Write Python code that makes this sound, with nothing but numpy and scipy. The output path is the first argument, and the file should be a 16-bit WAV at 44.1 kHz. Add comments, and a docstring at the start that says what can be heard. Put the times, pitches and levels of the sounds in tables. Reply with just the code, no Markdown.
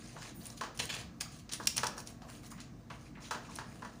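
"""Lining a cake pan

A silicone spatula presses greased baking paper into a metal cake pan on a stone counter. The blade
swishes and dabs, the paper snaps, the nudged pan knocks on the counter and the blade judders along
its wall. The pan rings and a small hard kitchen answers, over a sleeve's rustle, a low rumble and
an appliance hum."""
import sys
import numpy as np
from scipy import signal
from scipy.fft import rfft, irfft, next_fast_len
from scipy.io import wavfile
from scipy.ndimage import uniform_filter1d

SR = 44100
rng = np.random.default_rng(int(sys.argv[2]) if len(sys.argv) > 2 else 0)


def bounce(signal):
    """Save signal as a 16-bit WAV file at the path given by the first command-line argument."""
    frames = np.transpose(np.atleast_2d(signal))
    limited = np.clip(frames, -1, 1)
    pcm = np.round(limited * 32767).astype(np.int16)
    wavfile.write(sys.argv[1], SR, pcm)


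N = 176400


def amp(db):
    """Decibels to gain."""
    return 10 ** (np.asarray(db) / 20)


def unit(x):
    """Scale to rms 1."""
    return x / np.sqrt(np.mean(x ** 2) + 1e-20)


def read(points, hz):
    """Interpolate a table over log frequency."""
    point_hz, value = np.transpose(points)
    return np.interp(np.log(hz + 1), np.log(point_hz), value)


def add(mix, start_s, sound):
    """Mix a sound in at start_s."""
    at = round(start_s * SR)
    sound = sound[max(-at, 0):]
    part = mix[max(at, 0):][:len(sound)]
    part += sound[:len(part)]


def colour(x, spectrum, shelves=((1, 0), (2, 0)), size=2048):
    """Minimum-phase filter: a unit-power spectrum times shelves, both as (Hz, dB) points."""
    hz = np.fft.rfftfreq(size, 1 / SR)
    log_gain = np.log(unit(amp(read(spectrum, hz))) * amp(read(shelves, hz)))
    mirrored = np.r_[log_gain, log_gain[-2:0:-1]]
    impulse = np.fft.ifft(np.exp(np.conj(signal.hilbert(mirrored)))).real
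    return signal.fftconvolve(x, impulse[:size // 2])


def burst(envelope):
    """Dense clicks under an envelope, with an even spectrum."""
    x = rng.standard_normal(len(envelope)) * envelope
    for _ in range(3):  # whiten, then restore the envelope
        z = rfft(x)
        x = irfft(z / (abs(z) + 1e-12), len(x))
        x *= envelope / np.sqrt(abs(uniform_filter1d(x ** 2, size=45)) + 1e-12)
    return x


def background(air_db=-53, patch_db=2):
    """Room rumble with faint hiss, plus an appliance's hum."""
    # Room rumble and faint hiss, with the microphone's dip near 13 kHz and lift near 15 kHz.
    # Each row: frequency in Hz, density in dB.
    air_spectrum = [(24, -35), (36, -6), (65, -3.5), (100, -5), (135, 1.5), (200, -2), (255, -4.5),
                    (320, -7.5), (420, -22), (630, -20), (800, -23.5), (1500, -25), (3200, -37),
                    (6000, -34.5), (9500, -44), (13000, -58), (15300, -39)]
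    # Hum partials. Each row: frequency in Hz, level in dB.
    partials = [(49.4, -64.5), (116.4, -61.5), (232.6, -62), (298, -72)]
    hz, t = np.fft.rfftfreq(2048, 1 / SR), np.arange(N) / SR
    real, imag, patches = rng.standard_normal((3, N // 512 + 5, len(hz)))
    patches = uniform_filter1d(patches, size=8, axis=0)
    patches = unit(uniform_filter1d(patches, size=10, axis=1))
    z = (real + 1j * imag) * amp(read(air_spectrum, hz) + patch_db * patches)
    air = unit(signal.istft(z.T, nperseg=2048, noverlap=1536)[1][:N])
    hum = sum(np.sqrt(2) * amp(db) * np.sin(2 * np.pi * (f * t + rng.random())) for f, db in partials)
    return amp(air_db) * air + hum


def sleeve(swing_db=3, step_s=0.05):
    """Cloth and hand rustle dully and unevenly as the arm moves."""
    # Cloth. Each row: frequency in Hz, density in dB.
    cloth_spectrum = [(150, -20.5), (340, -4), (500, -0.5), (680, -0.5), (1000, -13), (2500, -29)]
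    # Rustle contour. Each row: time in seconds, level in dB.
    contour = [(0, -70), (.16, -61.5), (.33, -68), (.55, -67), (.8, -64.5), (1.27, -63.5), (1.4, -71),
               (2.05, -62.5), (2.33, -64), (2.5, -72), (3.23, -69), (3.35, -61), (3.55, -68), (3.95, -63.5)]
    t, knots_s = np.arange(N) / SR, np.arange(0, N / SR + 1, step_s)
    motion = np.interp(t, knots_s, rng.uniform(-1, 1, 800)[:len(knots_s)])
    cloth = colour(rng.standard_normal(N), cloth_spectrum)[:N]
    rustle = unit(cloth * amp(swing_db * unit(motion)))
    return rustle * amp(np.interp(t, *np.transpose(contour)))


def paper_colour(x, body_db, sheen_db, reach):
    """Paper timbre: body shelf below 1.5 kHz, sheen at 9.5 kHz, reach times the sheen from 14 kHz."""
    # Baking paper's crackle, with the microphone's dip near 13 kHz and lift near 15 kHz.
    # Each row: frequency in Hz, density in dB.
    paper_spectrum = [(150, -18), (500, -9), (1000, -9), (2000, -3.5), (2700, 1), (3500, -1), (4600, 2),
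                      (5600, 1), (6700, 2.5), (8100, -5), (9400, -0.5), (10700, -12), (13300, -22),
                      (15000, -10.5)]
    shelves = [(1500, body_db), (3200, 0), (6000, 0), (9500, sheen_db), (14000, reach * sheen_db)]
    return colour(x, paper_spectrum, shelves)


def grease(x, patch_db=3.6, patch_hz=700, patch_s=0.012, flutter_db=1.2):
    """Grease grips and lets go: resonant patches come and go, and the level flutters."""
    z = signal.stft(x, nperseg=256, noverlap=192)[2]
    patches = rng.standard_normal(z.shape)
    patches = uniform_filter1d(patches, round(patch_hz * 256 / SR), axis=0)
    patches = uniform_filter1d(patches, round(patch_s * SR / 64), axis=1)
    flutter = unit(uniform_filter1d(rng.standard_normal(z.shape[1]), size=4))
    gain = unit(amp(patch_db * unit(patches) + flutter_db * flutter))
    return signal.istft(z * gain, nperseg=256, noverlap=192)[1][:len(x)]


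def stroke(swell_s, fade_s, level_db, body_db, sheen_db, size=20000):
    """The blade drags the paper: many tiny slips swell and fade."""
    slips_per_s, scatter_db, smooth_share = 2000, 5, 0.63
    t = np.arange(size) / SR
    slips = rng.standard_normal(size) * amp(scatter_db * np.minimum(rng.exponential(1, size), 4))
    slips *= rng.random(size) < slips_per_s / SR
    friction = np.sqrt(smooth_share) * rng.standard_normal(size)
    friction += np.sqrt(1 - smooth_share) * unit(slips)
    pressure = np.clip(np.minimum(t / swell_s, 1 - (t - swell_s) / fade_s), 0, 1) ** 0.45
    return amp(level_db) * paper_colour(grease(friction) * pressure, body_db, sheen_db, reach=1.7)


def dab(level_db, rise_s, decay_s, centre_hz, width_oct, size=8192):
    """The soft blade rubs briefly on greased metal: a rounded rasp in one broad resonance."""
    skirt_db, silicone_cutoff_hz = 27, 5250
    t, hz = np.arange(size) / SR, np.geomspace(60, 16000, 40)
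    bell_db = -skirt_db * np.log10(1 + (np.log2(hz / centre_hz) / width_oct) ** 2)
    bell_db -= 20 * np.log10(1 + (hz / silicone_cutoff_hz) ** 4)
    envelope = (1 - np.exp(-t / rise_s)) * np.exp(-t / decay_s)
    return amp(level_db) * colour(burst(envelope / envelope.max()), np.c_[hz, bell_db])


def snap(level_db, decay_s, body_db, sheen_db, size=2048):
    """A crease gives way: a sharp tick, a fast-dying crackle and a brief ring of the sheet."""
    # Taut paper's modes. Each row: frequency in Hz, level in dB.
    sheet_modes = [(2750, -2.5), (3200, -5.5), (4065, 6.5), (5130, 12), (5590, 18), (5872, 17), (6510, 12),
                   (7702, 5.5), (9460, 0.5)]
    rise_s, tick_s, ring_db, ring_t60_s = 0.00021, 0.00074, -22.5, 0.018
    t = np.arange(size) / SR
    crackle = burst((1 - np.exp(-t / rise_s)) * np.exp(-t / decay_s))
    tick = 0.85 * np.linalg.norm(crackle) * min(tick_s / decay_s, 1)  # weaker in long snaps
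    crackle[np.argmax(t > rise_s)] -= tick
    sound = paper_colour(0.97 * crackle, body_db, sheen_db, reach=0.75)
    ring = sum(amp(db) * np.sin(2 * np.pi * (hz * t + rng.random())) for hz, db in sheet_modes)
    add(sound, 0, ring * amp(ring_db - 60 * t / ring_t60_s))
    return amp(level_db) * sound


def knock(level_db, hardness_db, rise_s, size=4096):
    """The pan's base meets the stone: a short clack, coloured anew by each place of contact."""
    # Metal-on-stone clack, with the microphone's dip near 13 kHz and lift near 15 kHz.
    # Each row: frequency in Hz, density in dB.
    clack_spectrum = [(100, -38.5), (400, -2), (750, -2), (1000, 2.5), (1750, 1), (2100, -10), (2600, -8.5),
                      (3700, -13.5), (4400, -11.5), (6800, -14), (7800, -20.5), (9600, -20), (12500, -43),
                      (15500, -23)]
    clack_s, crack_s, ripple_db = 0.0086, 0.0027, 4
    t, hz = np.arange(size) / SR, np.geomspace(400, 8000, 44)
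    treble_db = read([(1700, 0), (3500, hardness_db)], hz)
    ripple = amp(ripple_db * (-1) ** np.arange(len(hz)) * rng.random(len(hz)))
    contact_db = 20 * np.log10(unit(ripple))
    envelope = 0.73 * (1 - np.exp(-t / rise_s)) * (np.exp(-t / clack_s) + np.exp(-t / crack_s))
    impact = burst(envelope)
    shelves = np.c_[hz, treble_db + np.roll(contact_db, rng.integers(2))]
    return amp(level_db) * colour(impact, clack_spectrum, shelves)


def struck_spot(level_db, rise_s, pitch_hz, decay_s=0.013, size=4096):
    """The struck spot rings for a moment, damped by counter and paper."""
    t = np.arange(size) / SR
    envelope = (1 - np.exp(-t / rise_s)) * np.exp(-t / decay_s)
    return amp(level_db) * envelope * np.sin(2 * np.pi * (pitch_hz * t + rng.random()))


def judder(level_db, rise_s, decay_s, median_slips_per_s=900, size=8192):
    """The blade sticks and slips in quick uneven steps that ring the pan's wall."""
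    # Wall resonances. Each row: frequency in Hz, width in Hz, gain in dB.
    wall_modes = [(1783, 54, 2.5), (2470, 190, -2), (2720, 140, 0), (3010, 300, 1), (3330, 150, -2),
                  (4330, 130, -2), (6750, 240, -4)]
    t, f = np.arange(size) / SR, np.fft.rfftfreq(size, 1 / SR)
    pace = np.repeat(np.exp(0.55 * rng.standard_normal(size)), 32)[:size]
    cycles = np.cumsum(pace) * median_slips_per_s / SR
    envelope = (1 - np.exp(-t / rise_s)) * np.exp(-t / decay_s)
    slips = burst(unit((1 - cycles % 1) ** 2) * envelope / envelope.max())
    wall = sum(amp(db) / (1 + 2j * (f - hz) / width_hz) for hz, width_hz, db in wall_modes)
    wall /= np.sqrt(np.mean(abs(wall) ** 2))
    return amp(level_db) * irfft(rfft(slips) * wall, size)


def pan_ring(x):
    """The pan's modes ring as x shakes it."""
    # Pan modes. Each row: frequency in Hz, gain in dB, T60 in seconds.
    pan_modes = [(476, -2, 0.26), (559, -8, 0.26), (682, -7, 0.25), (886.8, 0.5, 0.15), (971, -5, 0.2),
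                 (1018, 4.5, 0.26), (1103, -6, 0.18), (1147, -4.5, 0.22), (1236, -1, 0.43),
                 (1316, -5.5, 0.27), (1682, -4, 0.096), (1724, -4.5, 0.37), (2400, -5, 0.13),
                 (2710, -13, 0.46)]
    size = next_fast_len(N + SR)
    f = np.fft.rfftfreq(size, 1 / SR)
    response = sum(amp(db) / (1 + 2j * np.pi * (f - hz) * t60_s / np.log(1000))
                   for hz, db, t60_s in pan_modes)
    return irfft(rfft(x, size) * response, size)[:N]


def kitchen(x, build_s=0.0048, size=26000):
    """Dense reflections build up briefly and die faster in the treble."""
    # Room decay. Each row: frequency in Hz, T60 in seconds.
    decay_times = [(150, 0.81), (500, 0.52), (1200, 0.4), (3000, 0.34), (6000, 0.35), (10000, 0.2),
                   (15000, 0.31)]
    hz, t, z = signal.stft(burst(np.ones(size)), SR, nperseg=256)
    decay = amp(-60 * t / read(decay_times, hz)[:, None])
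    tail = signal.istft(z * decay, SR, nperseg=256)[1]
    tail *= 1 - np.exp(-(np.arange(len(tail)) / SR / build_s) ** 2)
    return signal.fftconvolve(x, tail / np.linalg.norm(tail))[:N]


def scene():
    """Strokes, dabs, snaps, knocks and judders shake the pan and sound in the kitchen."""
    # Blade drags paper. Each row: start, swell and fade in seconds, then level, body and sheen in dB.
    stroke_events = [(-.03, 0.07, 0.2, -57, 6, -1.5), (0.171, 0.091, 0.056, -51.5, 8, -1.5),
                     (0.341, 0.021, 0.12, -70, 7, 15.5), (0.391, 0.084, 0.073, -57, 7, 3),
                     (0.563, 0.014, 0.027, -55, 1, 3), (0.744, 0.013, 0.033, -58.5, 7, 1.5),
                     (0.7951, 0.0038, 0.011, -30.5, -3, -3.5), (0.806, 0.013, 0.045, -48, 12, 3),
                     (.892, 0.02, 0.029, -45.5, -5, -9), (.915, 0.017, 0.11, -49, 10.5, -1),
                     (1.203, .012, 0.0097, -43, 7, 4), (1.281, 0.063, 0.041, -57, 0.5, 1.5),
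                     (1.383, 0.019, 0.0072, -56, -7, 3), (1.515, 0.0041, 0.01, -42, 3, -7),
                     (1.525, 0.014, 0.022, -43, 3.5, 3), (1.59, 0.049, 0.026, -53.5, -8, 0.5),
                     (1.763, 0.0017, 0.02, -38.5, 3.5, -6), (1.966, 0.027, 0.029, -53, 2, 5),
                     (2.058, 0.017, 0.047, -55, 5, 4.5), (2.27, 0.046, 0.1, -59.5, 6.5, 4),
                     (2.421, 0.048, 0.017, -58.5, 10.5, 5.5), (2.504, 0.011, 0.014, -54, 12, 6),
                     (2.55, 0.07, 0.037, -62.5, -2, -10), (2.596, 0.01, 0.021, -53, -6, -3.5),
                     (2.899, 0.045, 0.028, -66, 0, 2), (2.969, 0.066, 0.078, -65.5, 6, 1.5),
                     (3.201, 0.039, 0.056, -55, 9.5, 0), (3.419, 0.042, 0.03, -60.5, 12, -1.5),
                     (3.49, 0.043, 0.092, -54, 7, -0.5), (3.639, 0.067, 0.18, -65, 12.5, 2.5),
                     (3.801, 0.09, 0.24, -67.5, 2, -1)]
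    # Greasy blade dabs. Each row: start in seconds, level in dB, rise and decay in seconds,
    # centre in Hz, width in octaves.
    dab_events = [(0.1614, -48, 0.00083, 0.013, 1060, 0.85), (.799, -41, 0.0013, 0.0038, 1500, 1.5),
                  (1.222, -57.5, .004, 0.021, 730, 0.23), (1.25, -57.5, 0.0036, .018, 1260, 0.17),
                  (2.227, -58, 0.0034, 0.019, 1010, 0.55), (2.285, -57.5, 0.0035, 0.024, 1380, 0.74),
                  (2.513, -54, 0.0041, 0.015, 1140, 0.31), (2.53, -61.5, .004, 0.02, 1970, 0.26),
                  (2.576, -57, 0.01, 0.018, 1590, 1.1), (2.900, -48, 0.0032, 0.014, 1280, 1.6),
                  (2.926, -57.5, 0.0036, 0.02, 1450, 1.8), (3.054, -63.5, 0.0071, 0.018, 2440, 0.18),
                  (3.152, -55, 0.0015, .012, 2050, 0.56), (3.170, -54.5, 0.0018, 0.021, 1110, 1.05),
                  (3.239, -54.5, 0.014, 0.014, 3080, 0.76), (3.445, -59, 0.0051, 0.0081, 2640, 0.34),
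                  (3.486, -50.5, 0.0012, 0.012, 1030, 0.33), (3.71, -61, 0.0065, 0.0073, 2170, 0.32)]
    # Paper snaps. Each row: start in seconds, level in dB, decay in seconds, body and sheen in dB.
    snap_events = [(0.455, -48.5, 0.0079, -19, 12.5), (0.467, -51.5, 0.0037, -12, 23.5),
                   (.502, -39, 0.00077, -7, -8), (0.775, -47, 0.0034, 4, 12), (0.791, -40, 0.0037, 5, 2),
                   (.801, -33, 0.0017, 6, -18), (.855, -45.5, 0.0026, -8, 17.5),
                   (0.94, -42, 0.0038, 0, -14), (0.949, -45, 0.0066, 12, 8.5),
                   (1.2087, -31.5, 0.0029, -51, 4.5), (1.217, -42.5, 0.0022, -9, 16.5),
                   (1.492, -45, 0.013, 5.5, -11), (1.523, -36, 0.0053, -24, 3),
                   (1.5345, -32.5, 0.0036, -5, 7.5), (1.6557, -45, 0.0022, -19, 9),
                   (1.6707, -32, 0.0021, -17, 2), (1.6724, -16.5, 0.001, -7, 9),
                   (1.6752, -22.5, 0.0024, -1, -3), (1.764, -37, .002, -10, 4),
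                   (1.7683, -34.5, 0.0023, -17, 17), (1.7794, -22, 0.0016, 3, 4.5),
                   (1.7821, -37.5, 0.023, 10.5, -17), (1.842, -33, 0.0013, 6, 7),
                   (1.868, -28.5, 0.0021, -22, -7), (1.87, -39, 0.0014, -10, -7),
                   (1.871, -34.5, 0.0016, 2, 13.5), (1.9805, -36, 0.00098, -47, 2.5),
                   (2.003, -44.5, 0.0018, -5, 6), (2.073, -41, 0.0037, -23, 2.5),
                   (3.555, -56, 0.0045, -4, 26), (3.561, -38.5, 0.0018, -10, -8)]
    # Pan hits counter. Each row: start in seconds, level and treble hardness in dB, rise in seconds,
    # struck spot's pitch in Hz, its relative level in dB.
    knock_events = [(.6103, -35.5, 4, 0.00052, 1060, 3.5), (0.635, -39, 4, 0.00088, 1134, 0),
                    (1.5982, -37.5, -13, 0.0013, 1024, -8), (1.8323, -29.5, 3, 0.00049, 1335, -4),
                    (1.854, -45.5, -12, 0.0016, 888, 12), (1.975, -43.5, -13, 0.0017, 1070, -7),
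                    (2.218, -52, 8, .0015, 740, 4), (2.9004, -45, -0.5, 0.0016, 1610, -9),
                    (3.3088, -32.5, 5.5, 0.0013, 1360, -3.5), (3.318, -37.5, -10, 0.002, 1270, 0.5),
                    (3.346, -38.5, -1, 0.00092, 1310, -9), (3.5863, -39, 3, 0.00061, 1650, -2),
                    (3.612, -45, -17, 0.002, 890, 1), (3.8207, -39, -4, 0.0027, 1027, -4),
                    (3.847, -41.5, 0.5, 0.0013, 1754, -3)]
    # Blade judders on the wall. Each row: start in seconds, level in dB, rise and decay in seconds.
    judder_events = [(0.791, -43, .002, 0.0048), (.799, -38, 0.0014, 0.0042), (.891, -42, 0.0037, .012),
                     (0.904, -43, 0.00088, 0.0033), (0.926, -54, .003, 0.01),
                     (0.9392, -41.5, 0.001, 0.0059), (.992, -59, 0.0043, 0.013)]
    # The pan's hollow. Each row: frequency in Hz, gain in dB.
    hollow = [(400, 0.5), (480, 2), (570, -2.5), (705, 3.5), (915, -2.5), (1130, 3), (1400, -2.5),
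              (1660, 1.5), (1830, 0), (3200, 0), (3600, 1), (4140, 2), (4400, 0)]
    knocks, spots, rubs, snaps, strokes = np.zeros((5, N))
    air = colour(background() + sleeve(), hollow)[:N]
    for start_s, level_db, hardness_db, rise_s, spot_hz, spot_db in knock_events:
        add(knocks, start_s, knock(level_db, hardness_db, rise_s))
        add(spots, start_s, struck_spot(level_db + spot_db, rise_s, spot_hz))
    for start_s, *row in dab_events:
        add(rubs, start_s, dab(*row))
    for start_s, *row in judder_events:
        add(rubs, start_s, judder(*row))
    for start_s, *row in snap_events:
        add(snaps, start_s, snap(*row))
    for start_s, *row in stroke_events:
        add(strokes, start_s, stroke(*row))
    strokes = colour(strokes, hollow)[:N]
    ring = pan_ring(amp(-5) * air + amp(9) * knocks + amp(0.5) * (rubs + snaps + strokes))
    send = amp(-0.5) * knocks + amp(-8.5) * snaps + amp(-4.5) * (strokes + rubs) + amp(-16) * ring
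    return (knocks + spots + ring + rubs + snaps + strokes + kitchen(send) + air)[None]


def record(dry):
    """Low cut and band limit."""
    low_hz, high_hz = 38, 15500
    low_cut = signal.butter(4, low_hz, "highpass", fs=SR, output="sos")
    band_limit = signal.firwin(401, high_hz, window=("kaiser", 8), fs=SR)
    return signal.oaconvolve(signal.sosfilt(low_cut, dry), band_limit[None], "same")


dry = scene()
out = record(dry)
bounce(out)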